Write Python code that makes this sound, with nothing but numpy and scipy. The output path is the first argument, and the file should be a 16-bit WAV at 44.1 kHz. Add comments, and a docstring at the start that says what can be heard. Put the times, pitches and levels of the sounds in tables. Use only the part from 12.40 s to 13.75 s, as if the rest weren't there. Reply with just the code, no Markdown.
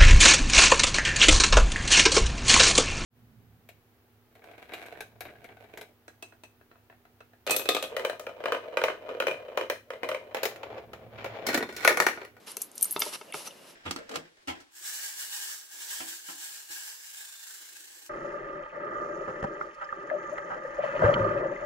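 """Scissors finish a snip in stiff card, close above a craft table. Their steel blades and pivot click
and rattle as the hand swings away: each tiny blow makes the steel ring. Then fingers tap and bend the
card, which knocks and snaps, and rub it with a grainy hiss. A small, quiet room echoes the clicks
and knocks."""
import sys
import numpy as np
from scipy import signal
from scipy.fft import rfft, irfft, next_fast_len
from scipy.io import wavfile
from scipy.ndimage import map_coordinates

SR = 44100
rng = np.random.default_rng(int(sys.argv[2]) if len(sys.argv) > 2 else 0)


def to_wav(sig):
    """Store sig (one row per channel, or 1-D mono) as 16-bit WAV at the path in sys.argv[1].

    Samples outside -1..1 are clipped; the rate is SR.
    """
    pcm = np.clip(np.atleast_2d(sig), -1, 1) * 32767
    pcm = np.round(pcm).astype(np.int16)
    wavfile.write(sys.argv[1], SR, pcm.T)  # frames by channels


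N = 59535


def amp(db):
    """Turn decibels into a gain."""
    return 10 ** (np.asarray(db) / 20)

def unit(x):
    """Scale a signal to an average (rms) level of 1."""
    return x / np.sqrt(np.mean(x ** 2) + 1e-20)

def along(points, hz):
    """Read between a table's rows on a log frequency axis."""
    f, values = np.transpose(points)
    return np.interp(np.log(hz + 1), np.log(f + 1), values)

def filtered(x, response):
    """Give each frequency f in x the gain response(f)."""
    n = x.shape[-1]
    padded = next_fast_len(n + 8192)
    return irfft(rfft(x, padded) * response(np.fft.rfftfreq(padded, 1 / SR)), padded)[..., :n]

def resonant(modes, f):
    """How strongly an object answers at f, given its modes: the tones it rings at."""
    return sum((-1) ** k * amp(db) * 1j * f * width / (hz * hz - f * f + 1j * f * width)
               for k, (hz, width, db) in enumerate(modes))

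def wobble(per_s, size=N):
    """A smooth curve through per_s random values a second."""
    knots = rng.standard_normal(int(size * per_s / SR) + 4)
    return map_coordinates(knots, [np.arange(size) * per_s / SR])

# How alike left and right sound: f/Hz, likeness (1 = the same)
LIKENESS = [(60, 0.465), (300, 0.77), (1000, 0.22), (4000, 0.65), (15000, 0.59)]
def spread(pair, response):
    """Filter two noises and blend them into stereo at level 1."""
    turn = lambda f: np.arccos(np.clip(along(LIKENESS, f), -1, 1)) / 2
    mid, side = filtered(pair, lambda f: response(f) * [np.cos(turn(f)), np.sin(turn(f))])
    return unit(np.array([mid + side, mid - side]))

# The room's own hush: f/Hz, relative level/dB
HUSH = [(15, -48), (25, -6), (463, 0), (607, -3), (1790, -10), (2690, -13), (5140, -16), (9570, -22),
        (16000, -17)]
def room_hush():
    """Soft, low noise whose level wavers a little."""
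    level = amp(-54.5 + wobble(per_s=9.08))
    return level * spread(rng.standard_normal((2, N)), lambda f: amp(along(HUSH, f)))

# How long echoes last: f/Hz, time to fade by 60 dB/s
ECHO_FADE = [(300, 0.27), (2000, 0.085), (9000, 0.12), (14000, 0.17)]
def room_echo(x, step_s=.05, delay_s=.004):
    """Table and walls throw sound back as a short, diffuse echo, drawn afresh for each step."""
    step, out = round(step_s * SR), np.zeros((2, N + SR))
    for start in range(0, N, step):
        noise = spread(rng.standard_normal((2, SR // 4)), np.ones_like)
        hz, t, spectrum = signal.stft(noise, SR, nperseg=256)
        fade = amp(-60 * t / along(ECHO_FADE, hz)[:, None])
        tail = signal.istft(spectrum * fade, SR, nperseg=256)[1]
        tail /= np.linalg.norm(tail, axis=1, keepdims=True)
        echo = signal.fftconvolve(x[:, start:start + step], tail, axes=1)
        out[:, start + round(delay_s * SR):][:, :echo.shape[1]] += echo
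    return out[:, :N]

# The bright hiss and the lower body of the rubbing: f/Hz, relative level/dB
HISS = [(1470, -15), (2830, -12.5), (3980, -14), (4480, -9), (7710, -11), (11100, -5), (13200, -19.5),
        (14700, -23), (16000, -92.5)]
BODY = [(120, -8), (200, -4), (389, -5.5), (1240, 0), (1950, -5.5), (2710, -3.5), (4000, -5.5), (5850, -15),
        (9900, -120)]
# Tones of the card sheet, and of its fold cupped in the hand: f/Hz, width/Hz, relative level/dB
CARD_MODES = [(145, 37, -11), (209, 190, -16.5), (422, 56, 8), (612.6, 28.6, -2.5), (924, 188, 6.5),
              (1288, 104, 4), (2188, 100, 2), (2675, 44, 1.5), (2964, 430, 6.5), (3564, 146, 3.5),
              (4200, 290, 0), (4860, 86, 2.5), (5836, 1020, 15)]
HOLLOW_MODES = [(558, 71, 7.5), (2816, 124, -1.5)]
# Strokes along the card: start/s, end/s, rise/s, time to fade by 60 dB/s, hiss/dB, body/dB, hollow/dB
STROKES = [(0.057, 0.105, 0.015, 0.22, -45.5, -47, -62), (0.186, 0.213, 0.025, 0.17, -48.5, -51, -88),
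           (0.288, 0.508, 0.13, 1, -48.5, -56.5, -76), (0.593, 0.673, 0.0085, 0.38, -41, -43.5, -54.5),
           (0.714, 0.758, 0.022, 0.026, -45, -38.5, -62), (0.862, 0.93, 0.0084, 0.042, -88, -84, -51),
           (0.93, 0.994, 0.0092, 0.383, -44.5, -47, -51.5),
           (1.03, 1.076, 0.055, 0.037, -38.5, -40.5, -45.5), (1.08, 1.347, 0.0204, 0.37, -69, -65.5, -57.5),
           (1.173, 1.311, 0.12, 0.071, -58.5, -60, -83)]
def card_rubbing(grains_per_s=4000, grain_share=.35, uneven_db=1.2):
    """Fingers and blades drag on the card: grainy friction hisses and makes the sheet ring."""
    t = np.arange(N) / SR
    grains = (rng.random((2, N)) < grains_per_s / SR) * amp(1.5 * rng.exponential(size=(2, N)))

    def drag():
        gritty = np.sqrt(grain_share) * unit(grains * rng.standard_normal((2, N)))
        return gritty + np.sqrt(1 - grain_share) * rng.standard_normal((2, N))

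    def stroke(start, end, rise, fade):
        return np.clip((t - start) / rise, 0, 1) ** 2 * amp(-60 * np.clip(t - end, 0, None) / fade)

    def level(column):
        strokes = sum(amp(row[column]) * stroke(*row[:4]) for row in STROKES)
        return strokes * amp(uneven_db * wobble(per_s=61))

    hiss = spread(drag(), lambda f: amp(along(HISS, f)))
    body = spread(drag(), lambda f: amp(along(BODY, f)) * (amp(.5) + np.abs(resonant(CARD_MODES, f))))
    hollow = spread(drag(), lambda f: resonant(HOLLOW_MODES, f))
    return level(4) * hiss + level(5) * body + level(6) * hollow

def struck(blows, modes, crack_db, flutter_db=6, scatter_db=1.5, waver=.3):
    """Each blow is a short, uneven push. It cracks, and rings the modes near its pitch most."""
    out, t = np.zeros((2, N + SR)), np.arange(SR // 10) / SR
    mode_hz, width, mode_db = np.transpose(modes)[:, :, None]
    for start, db, hz, pan_db, contact_s, octaves in blows:
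        age = t / max(contact_s, 1e-4)
        push = (age * np.exp(-age)) ** 2 * amp(flutter_db * np.tanh(wobble(804, len(t))))
        nearness = np.exp(-(np.log2(mode_hz / hz) / octaves) ** 2)
        gains = amp(mode_db + scatter_db * rng.standard_normal(mode_hz.shape)) * nearness
        decay = np.exp(-np.pi * width * t)  # wider modes die sooner
        swell = signal.fftconvolve(push[None], decay, axes=1)[:, :len(t)]
        drift = np.cumsum([wobble(332, len(t)) for _ in modes], axis=1) * waver * width / SR
        tones = np.sin(2 * np.pi * (mode_hz * t + drift + rng.random(mode_hz.shape) / 2))
        ring = (gains * tones * swell / swell.max(axis=1, keepdims=True)).sum(axis=0)
        band = [(hz, hz * np.clip(octaves, .1, 3), 0)]
        crack = filtered(push * rng.standard_normal(len(t)), lambda f: resonant(band, f) ** 2)
        crack_gain = amp(crack_db + 5 * np.log2(octaves))  # broader blows crack more, ring less
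        blow = ring / np.abs(ring).max() + crack_gain * crack / np.abs(crack).max()
        left_right = amp(db + np.array([[.5], [-.5]]) * pan_db)
        out[:, round(start * SR):][:, :len(t)] += left_right * blow / np.abs(blow).max()
    return out[:, :N]

# Blows to the card: t/s, peak level/dB, f/Hz, left minus right/dB, contact time/s, breadth/octaves
KNOCKS = [(.168, -31.5, 1470, 4, 0.00047, 2.5), (.173, -42, 380, 3, 0.00078, 0.59),
          (.4535, -38.5, 1400, 2.5, 0.0015, 0.62), (.562, -18, 900, -1.5, 0.00028, 1.7),
          (.5622, -25.5, 3940, -2, 0.00084, 0.29), (.563, -42, 159, 1.5, 0.0022, 0.8),
          (.5688, -31.5, 3780, 12.5, 0.00072, 0.46), (.573, -32, 960, 3.5, 0.0041, 0.38),
          (.6185, -19, 2820, 2, 0.0001, 0.8), (.6203, -15, 2850, -1, 0.00018, 2),
          (.662, -29, 647, 3, 0.002, 0.52), (.810, -31.5, 1020, 1, 0.0032, 1.9),
          (.9245, -31.5, 2220, 2, 0.00037, 0.51), (.9428, -22.5, 1060, 0, 0.00029, 1.33),
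          (.944, -46, 162, 0.5, 0.003, 0.69), (.9495, -32, 1100, -2, 0.00029, 0.56),
          (1.0, -35, 595, 0, 0.0053, 4.6), (1.068, -38.5, 1090, 0, 0.0061, 0.21),
          (1.107, -42.5, 3100, 2.5, 0.0021, 0.23)]
def card_knocks():
    """Tapped and bent, the stiff sheet knocks and snaps at its own tones."""
    return struck(KNOCKS, CARD_MODES, crack_db=-11)

# Tones of the steel scissors: f/Hz, width/Hz, relative level/dB
STEEL_MODES = [(5850, 500, -12), (6300, 450, -11), (7300, 600, -12), (8900, 260, -2), (9500, 500, -6),
               (10350, 400, -4), (11070, 400, -3), (11600, 450, -5), (12350, 330, -1), (13050, 400, -7)]
# Steel hitting steel: t/s, peak level/dB, f/Hz, left minus right/dB, contact time/s, breadth/octaves
CLICKS = [(.1160, -32, 10300, 3, 0.0013, 0.18), (.168, -19, 8300, 5, 0.0013, 1.9),
          (.2178, -14, 9400, 4.5, 0.000097, 1.8), (.2195, -18.5, 9300, -2, 0.00091, 1.1),
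          (.2235, -27, 9600, 6, 0.00042, 0.23), (.3157, -38.5, 8100, 3.5, 0.00057, 0.75),
          (.3526, -36.5, 11900, 5, 0.0018, 0.5), (.3585, -34, 10500, -3, 0.00066, 0.48),
          (.378, -26.5, 6100, 1, 0.0015, 0.73), (.4098, -23, 9500, -3, 0.00092, 1.1),
          (.4208, -21, 12550, 16, 0.0013, 0.091), (.4256, -10.5, 12600, 0.5, 0.0017, 0.5),
          (.4261, -20.5, 5200, 0, 0.0014, 0.82), (.4263, -13, 9030, 2.5, 0.0017, 0.23),
          (.4325, -23, 10800, 9, 0.0025, 0.62), (.4428, -19, 10400, -5, 0.0019, 1.5),
          (.4532, -21.5, 8800, -3, 0.0015, 0.21), (.5092, -19.5, 10400, -1, 0.0011, 0.77),
          (.5162, -21, 11000, -9, 0.00026, 0.12), (.5225, -19, 11900, 7, 0.0033, 0.36),
          (.5915, -18.5, 10400, 3, 0.0029, 0.89), (.6016, -17, 12200, 5, 0.0013, 0.11),
          (.608, -23, 11200, -1, 0.00032, 0.72), (.9228, -30, 10250, -2.5, 0.00066, 0.089),
          (1.0725, -31, 5500, 2, 0.003, 0.085)]
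def scissor_clicks():
    """Blades and pivot knock together and give short, high rings."""
    return struck(CLICKS, STEEL_MODES, crack_db=0)

def scene():
    """Clicks and knocks with their echo, over rubbing and the room's hush."""
    hits = scissor_clicks() + card_knocks()
    return hits + amp(-9) * room_echo(hits) + card_rubbing() + room_hush()

# Overall tone: f/Hz, gain/dB
TONE = [(25, -23), (110, -8.5), (200, -1), (13000, 0.5), (14500, -21), (15500, -18), (16300, -43)]
def record(dry, top_hz=16338):
    """Soften the deep bass and highest treble, and cut everything above top_hz."""
    return filtered(dry, lambda f: amp(along(TONE, f)) * (f < top_hz))


dry = scene()
out = record(dry)
to_wav(out)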